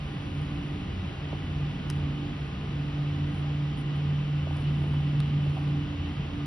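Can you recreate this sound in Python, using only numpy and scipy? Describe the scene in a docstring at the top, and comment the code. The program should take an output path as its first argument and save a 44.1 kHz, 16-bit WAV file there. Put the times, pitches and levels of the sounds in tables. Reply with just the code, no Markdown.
"""Ventilation hum and a vest valve

A ventilation machine hums in a carpeted room; its low tones swell and fade as the microphone
shifts through the standing waves. Under it lies a steady bed of air rumble and hiss.
Close by, hands work a plastic valve on an inflatable vest: a wire clip ticks, the plastic
parts knock and squeak softly, the vinyl rustles and fingers brush the coated fabric."""
import sys
import numpy as np
from scipy import signal
from scipy.fft import rfft, irfft, next_fast_len
from scipy.io import wavfile
from scipy.ndimage import uniform_filter1d, map_coordinates

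SR = 44100
rng = np.random.default_rng(int(sys.argv[2]) if len(sys.argv) > 2 else 0)


def unload_wav(signal):
    """Save mono or channel-first audio to the path in sys.argv[1] as 16-bit WAV at rate SR, clipped to [-1, 1]."""
    wavfile.write(
        sys.argv[1],
        SR,
        np.round(np.clip(np.atleast_2d(signal).T, -1, 1) * 32767).astype(np.int16),
    )


N = 284886

# swells of the main tone in the room's standing waves: t/s, level/dB
HUM_SWELLS = [(0, -32.5), (0.12, -33.5), (0.32, -42.5), (0.42, -31), (0.54, -42), (0.72, -35), (0.85, -60),
              (1.16, -46), (1.32, -36), (1.46, -42.5), (1.55, -32.5), (1.66, -34), (1.76, -40),
              (1.88, -29.5), (2.25, -34), (2.38, -39), (2.56, -39.5), (2.66, -37), (2.85, -31.5),
              (3.1, -30.5), (3.35, -30), (3.58, -27.5), (3.85, -31), (4.12, -27), (4.3, -27.5), (4.47, -34),
              (4.62, -26.5), (4.85, -28), (5.14, -26), (5.33, -27.5), (5.48, -25.5), (5.6, -30.5),
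              (5.76, -28.5), (5.86, -34.5), (5.97, -41), (6.08, -39.5), (6.2, -35), (6.3, -44), (6.46, -33)]
# swells of its octave, whose standing waves lie elsewhere: t/s, level/dB
OCTAVE_SWELLS = [(0.0, -54.5), (.3, -43), (0.58, -43), (.8, -42), (1.06, -56), (1.32, -46), (1.78, -53),
                 (1.95, -45.5), (2.26, -40), (2.46, -57), (2.62, -64), (2.74, -46.5), (3.1, -40.5),
                 (3.52, -43), (3.7, -46.5), (4.24, -49), (4.58, -44), (4.76, -53), (5.1, -43),
                 (5.32, -54.5), (5.7, -40), (6.1, -39.5), (6.2, -59), (6.36, -39), (6.46, -42)]
# swells of the deeper drone: t/s, level/dB
DRONE_SWELLS = [(0, -49), (.4, -39.5), (.7, -46.5), (1.02, -37), (1.22, -45.5), (1.48, -36), (1.86, -47),
                (2.04, -31), (2.22, -60), (2.98, -46.5), (3.16, -35), (3.54, -39.5), (3.68, -53.5),
                (4.06, -36), (4.28, -47), (4.48, -33), (4.72, -43.5), (4.92, -34), (5.26, -44.5),
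                (5.55, -38.5), (5.85, -45), (6.0, -32.5), (6.22, -42), (6.46, -40.5)]

# ticks of the wire clip: t/s, snap level/dB, body level/dB
CLIP_TICKS = [(1.9011, -14.5, -6.5), (1.908, -33.5, -14), (1.911, -33, -21.5), (3.8022, -43, -42.5),
              (4.5696, -33, -47), (4.939, -39, -41), (5.2034, -25, -9.5)]
# bright snap of the wire: f/Hz, gain/dB
SNAP_EQ = [(2500, -4), (3800, 1.5), (5100, 7), (5900, 1.5), (6500, 0), (7200, -7), (8200, 0.5), (9400, 0),
           (10400, 3), (11200, -3), (11900, -16)]
# dry crack of the valve body: f/Hz, gain/dB
BODY_EQ = [(400, -2), (800, -1), (1500, -0.5), (2200, 0), (3700, -3.5), (5100, -6), (6300, -17),
           (8000, -29.5)]
# soft knocks of the plastic parts: t/s, level/dB, f/Hz, attack/s
VALVE_KNOCKS = [(1.3285, -27, 564, 0.0011), (1.348, -41, 780, 0.00085), (3.445, -37, 641, 0.0015),
                (4.47, -32, 630, .0012), (4.507, -35.5, 850, 0.0028), (4.559, -42, 1000, 0.0023),
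                (4.584, -38, 860, .002), (4.815, -39, 640, 0.0022), (4.836, -35, 606, 0.0019),
                (4.865, -35, 580, .002), (4.936, -35, 890, 0.0029), (5.462, -36, 580, 0.0014)]
# modes of the plastic: multiple of the knock's pitch, gain/dB
PLASTIC_MODES = [(.6, 4), (1, 7), (1.37, -10), (2.1, -27.5)]
# plastic slipping on plastic: t/s, half-length/s, level/dB, f/Hz
VALVE_SQUEAKS = [(5.575, 0.0077, -40, 800)]
# the vinyl shifting under the hands: t/s, half-length/s, level/dB
VINYL_RUSTLES = [(1.343, 0.034, -54), (4.547, 0.035, -71), (4.67, 0.025, -49.5), (5.223, 0.043, -57),
                 (5.45, 0.034, -61), (6.055, 0.021, -48)]
# colour of the flexing vinyl: f/Hz, gain/dB
VINYL_EQ = [(1200, -19.5), (2000, -10.5), (2650, 1.5), (3050, 2), (3350, -4.5), (4200, -12.5),
            (5500, -31.5), (7000, -78)]
# finger strokes on the fabric: t/s, half-length/s, level/dB
FINGER_BRUSHES = [(0.396, 0.35, -75.5), (1.506, 0.19, -80.5), (1.95, 0.05, -75.5), (3.378, 0.033, -71),
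                  (3.794, 0.019, -65.5), (3.972, 0.013, -71), (4.585, 0.047, -69.5), (4.875, 0.14, -75),
                  (5.577, 0.13, -75)]

# duct rumble: f/Hz, gain/dB
RUMBLE_EQ = [(20, -25.5), (36, -14.5), (48, -6), (75, 1), (102, -3), (130, 2.5), (162, 0), (210, -5.5),
             (280, -5), (345, -10.5), (420, -18), (600, -31), (1000, -86.5)]
# grille hiss: f/Hz, gain/dB
HISS_EQ = [(250, -15.5), (450, 7.5), (760, 6.5), (900, 5), (1200, 7), (1350, 4), (2100, 2.5), (2700, 5.5),
           (3050, 4.5), (3400, 2), (4200, -5.5), (5200, -10.5), (6200, -19), (7300, -90.5)]
# whir around 3 kHz: f/Hz, gain/dB
WHIR_EQ = [(2480, -19.5), (2600, -5), (2680, 3.5), (2780, 2.5), (2860, -4.5), (2960, 5.5), (3060, 2),
           (3170, 0.5), (3270, -17), (3600, -54.5)]
# rise and fall of the whir: t/s, level/dB
WHIR_SWELL = [(0, -68), (3.2, -65.5), (3.8, -55.5), (4.7, -55), (5.3, -55.5), (6.2, -56.5), (6.46, -67)]
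# top-end fizz of both the air and the fingers: f/Hz, gain/dB
FIZZ_EQ = [(5000, -26.5), (7500, -29), (8500, 2), (9200, 11.5), (10200, 9.5), (11200, 5), (11900, -6.5)]
# thin hiss, in opposite phase left and right: f/Hz, gain/dB
WIDE_EQ = [(5400, -34), (5900, 3), (6400, 3), (7500, 0.5), (8800, -3.5), (9300, -25), (9700, -37.5)]
# faint, narrow resonances of the machine: f/Hz, width/Hz, level/dB
RESONANCES = [(47, 13, -49), (66.2, 10, -47), (187.3, 8.3, -47.5), (234.8, 6.6, -53.5), (342.8, 12, -56.5),
              (433, 20, -58.5), (744, 100, -62), (798.5, 16, -59), (1019, 12, -69), (1232, 25, -62),
              (1460, 27, -64), (1959, 22, -63), (2665, 45, -65.5), (2960, 25, -59.5), (3134, 40, -69.5)]

# how alike the room noise is left and right: f/Hz, correlation
ROOM_CORRELATION = [(70, 1), (100, .99), (190, .96), (280, .93), (400, .75), (600, .56), (950, .58),
                    (1350, .42), (2060, .6), (3000, .58), (4500, .56), (5400, .9), (9500, .99)]
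# balance of the room noise: f/Hz, left minus right/dB
ROOM_BALANCE = [(110, -.2), (190, .3), (350, -4.5), (600, -4), (1100, 1), (3500, .8), (6400, 0)]
# bands of the machine that arrive on the left first: f/Hz, phase lead/rad
LEFT_LEAD = [(70, 0), (145, .03), (300, .08), (700, .7), (950, .4), (1650, 1.25), (2030, .45), (2400, 1.35),
             (3100, 1.45), (4500, .8), (5500, 0)]


def machine_hum(pitch_hz=145, drift_hz=0.31, flutter_db=1.5, octave_flutter_db=0.9):
    """Tone and octave share one nearly constant machine speed; each swells with its own standing waves."""
    phase = running_phase(pitch_hz + drift_hz * wobble(1.507)) + 0.027 * wobble(11)
    octave_phase = 2 * phase + 0.081 * wobble(22)
    main = amp(envelope(HUM_SWELLS) + flutter_db * wobble(15)) * unit(np.sin(phase))
    octave = amp(envelope(OCTAVE_SWELLS) + octave_flutter_db * wobble(12)) * unit(np.sin(octave_phase))
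    return panned(main, lean_db=-1) + panned(octave, lean_db=-3.5)


def deep_drone(pitch_hz=87.16, wander_hz=2, waver_db=0.8):
    """A deep tone under the hum, wavering in pitch and strength."""
    phase = running_phase(pitch_hz + wander_hz * wobble(9))
    return amp(envelope(DRONE_SWELLS) + waver_db * wobble(9)) * unit(np.sin(phase))


def clip_ticks(rattle_db=-6.5, rattle_t60_s=0.0055, tail_db=-41, tail_t60_s=0.1):
    t = np.arange(SR // 8) / SR
    jolt = signal.unit_impulse(len(t))
    rattle = amp(rattle_db - 60 * t / rattle_t60_s) * (1 - np.exp(-t / 0.00033))
    tail = amp(tail_db - 60 * t / tail_t60_s)
    snaps, cracks = np.zeros(N), np.zeros(N)
    for start, snap_db, body_db in CLIP_TICKS:
        snap = jolt + (rattle + tail) * rng.standard_normal(len(t))
        crack = jolt + rattle * rng.standard_normal(len(t))
        add(snaps, start, amp(snap_db) * snap / np.linalg.norm(snap))
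        add(cracks, start, amp(body_db) * crack / np.linalg.norm(crack))
    wire = filtered(snaps, lambda hz: amp(along(SNAP_EQ, hz)))
    body = filtered(cracks, lambda hz: 1j * amp(along(BODY_EQ, hz)))  # a quarter cycle off the wire
    return panned(wire + body, lean_db=0)


def valve_knocks(ring_t60_s=0.018, scuff_db=-7, scuff_t60_s=0.05):
    """Plastic parts knock and scuff, each with its own pitch and softness, all dying equally fast."""
    t = np.arange(SR // 8) / SR
    track = np.zeros(N)
    for start, db, pitch_hz, attack_s in VALVE_KNOCKS:
        ring = np.zeros(len(t))
        for ratio, mode_db in PLASTIC_MODES:  # higher modes die sooner
            decay = amp(mode_db + rng.normal(0, 1) - 60 * t * np.sqrt(ratio) / ring_t60_s)
            ring += decay * np.sin(2 * np.pi * pitch_hz * ratio * t)
        rub = amp(scuff_db - 60 * t / scuff_t60_s) * scuff(pitch_hz, len(t))
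        attack = 1 - np.exp(-(t / attack_s) ** 2)
        add(track, start, amp(db) * attack * (ring + rub))
    return panned(track, lean_db=-5)


def valve_squeaks(waver_hz=60, rough_db=4, rub_db=-11):
    """The valve turns in its seat: a few rough stick-slip cycles inside a longer, dull rub."""
    track = np.zeros(N)
    for centre, half_s, db, pitch_hz in VALVE_SQUEAKS:
        phase = running_phase(pitch_hz + waver_hz * wobble(400))
        track += stroke(centre, half_s, db) * amp(rough_db * wobble(760)) * np.sin(phase)
        track += stroke(centre, 2 * half_s, db + rub_db) * scuff(pitch_hz, N)
    return panned(track, lean_db=-6)


def vinyl_rustles():
    """The vinyl flexes in soft swells of noise."""
    return sum(stroke(*row) for row in VINYL_RUSTLES) * room_noise(VINYL_EQ)


def finger_brushes(grain_db=3):
    """Skin slides over coated fabric in faint, grainy strokes."""
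    friction = unit(amp(grain_db * wobble(250)) * room_noise(FIZZ_EQ))
    return sum(stroke(*row) for row in FINGER_BRUSHES) * friction


def airflow(rumble_db=-37, hiss_db=-45.5, fizz_db=-78.5, wide_db=-70):
    """The bed of moving air: duct rumble, grille hiss, a patchy whir and a thin, wide top."""
    rumble = amp(rumble_db + 1.5 * wobble(5)) * room_noise(RUMBLE_EQ)
    hiss = amp(hiss_db + 0.25 * wobble(13)) * room_noise(HISS_EQ)
    whir = amp(envelope(WHIR_SWELL) + wobble(4.1)) * patchy(room_noise(WHIR_EQ), depth_db=2.2)
    fizz = amp(fizz_db + 0.8 * wobble(11)) * room_noise(FIZZ_EQ)
    wide = amp(wide_db) * unit(filtered(rng.standard_normal(N), lambda hz: amp(along(WIDE_EQ, hz))))
    return rumble + hiss + whir + fizz + np.array([wide, -wide])


def machine_resonances():
    """The flow keeps the machine's narrow resonances ringing."""
    def peaks(hz):
        return np.sqrt(sum(amp(db) ** 2 / width / (1 + (2 * (hz - centre) / width) ** 4)
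                           for centre, width, db in RESONANCES))
    total_rms = np.sqrt(sum(amp(db) ** 2 for _, _, db in RESONANCES))
    return total_rms * diffuse(peaks)


def room_noise(eq):
    """Diffuse noise coloured by an EQ table."""
    return diffuse(lambda hz: amp(along(eq, hz)))


def diffuse(colour):
    """Stereo noise of rms 1: nearly mono in the bass and at the very top, wider in between."""
    def mid_side_gains(hz):
        angle = np.arccos(np.clip(along(ROOM_CORRELATION, hz), -1, 1)) / 2
        return colour(hz) * np.array([np.cos(angle), np.sin(angle)])
    mid, side = filtered(rng.standard_normal((2, N)), mid_side_gains)
    left_right = np.array([mid + side, mid - side])
    return unit(filtered(left_right, lambda hz: panned(1, along(ROOM_BALANCE, hz))))


def patchy(x, depth_db):
    """x at rms 1 with patches of random gain, about 150 Hz wide and 60 ms long."""
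    spectra = signal.stft(x, nperseg=1024)[2]
    patches = uniform_filter1d(rng.standard_normal(spectra.shape[1:]), size=4, axis=0)
    patches = uniform_filter1d(patches, size=5, axis=1)
    return unit(signal.istft(spectra * amp(depth_db * unit(patches)), nperseg=1024)[1][:, :N])


def scuff(pitch_hz, size):
    """Dull rubbing noise of rms 1 around a pitch."""
    band = signal.butter(3, [pitch_hz * 0.6, pitch_hz * 1.5], "bandpass", fs=SR, output="sos")
    return unit(signal.sosfilt(band, rng.standard_normal(size)))


def stroke(centre_s, half_s, db):
    """The bell-shaped gain of one hand movement."""
    return amp(db) * np.exp(-((np.arange(N) / SR - centre_s) / half_s) ** 2 / 2)


def amp(db):
    """Decibels to gain."""
    return 10 ** (np.asarray(db) / 20)


def unit(x):
    """x at rms 1."""
    return x / np.sqrt(np.mean(x ** 2) + 1e-20)


def along(points, hz):
    """A table of f/Hz, value read on a log frequency axis."""
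    freqs, values = np.transpose(points)
    return np.interp(np.log(hz + 1), np.log(freqs + 1), values)


def envelope(points):
    """A table of t/s, level/dB drawn out to one level per sample."""
    return np.interp(np.arange(N) / SR, *np.transpose(points))


def wobble(rate):
    """A smooth random curve, rate knots a second."""
    knots = rng.standard_normal(int(N * rate / SR) + 4)
    return map_coordinates(knots, [np.arange(N) * rate / SR])


def running_phase(hz):
    """The phase of a moving pitch, in radians."""
    return 2 * np.pi * np.cumsum(hz) / SR


def filtered(x, response):
    """x through a frequency response."""
    size = next_fast_len(N + SR // 2)
    return irfft(rfft(x, size) * response(np.fft.rfftfreq(size, 1 / SR)), size)[..., :N]


def panned(x, lean_db):
    """A mono sound, louder on the left by lean_db."""
    return np.array([x * amp(lean_db / 2), x * amp(-lean_db / 2)])


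def add(track, start_s, sound):
    """Mix a short sound into the track."""
    part = track[max(round(start_s * SR), 0):][:len(sound)]
    part += sound[:len(part)]


def scene():
    """The machine and its air, arriving on the left first, with the small, close sounds of the hands."""
    machine = machine_hum() + deep_drone() + airflow() + machine_resonances()
    sides = np.array([[1], [-1]])
    machine = filtered(machine, lambda hz: np.exp(0.5j * along(LEFT_LEAD, hz) * sides))
    return machine + clip_ticks() + valve_knocks() + valve_squeaks() + vinyl_rustles() + finger_brushes()


def record(dry):
    """The phone keeps nothing above its band limit of 11.9 kHz."""
    return filtered(dry, lambda hz: hz < 11900)


dry = scene()
out = record(dry)
unload_wav(out)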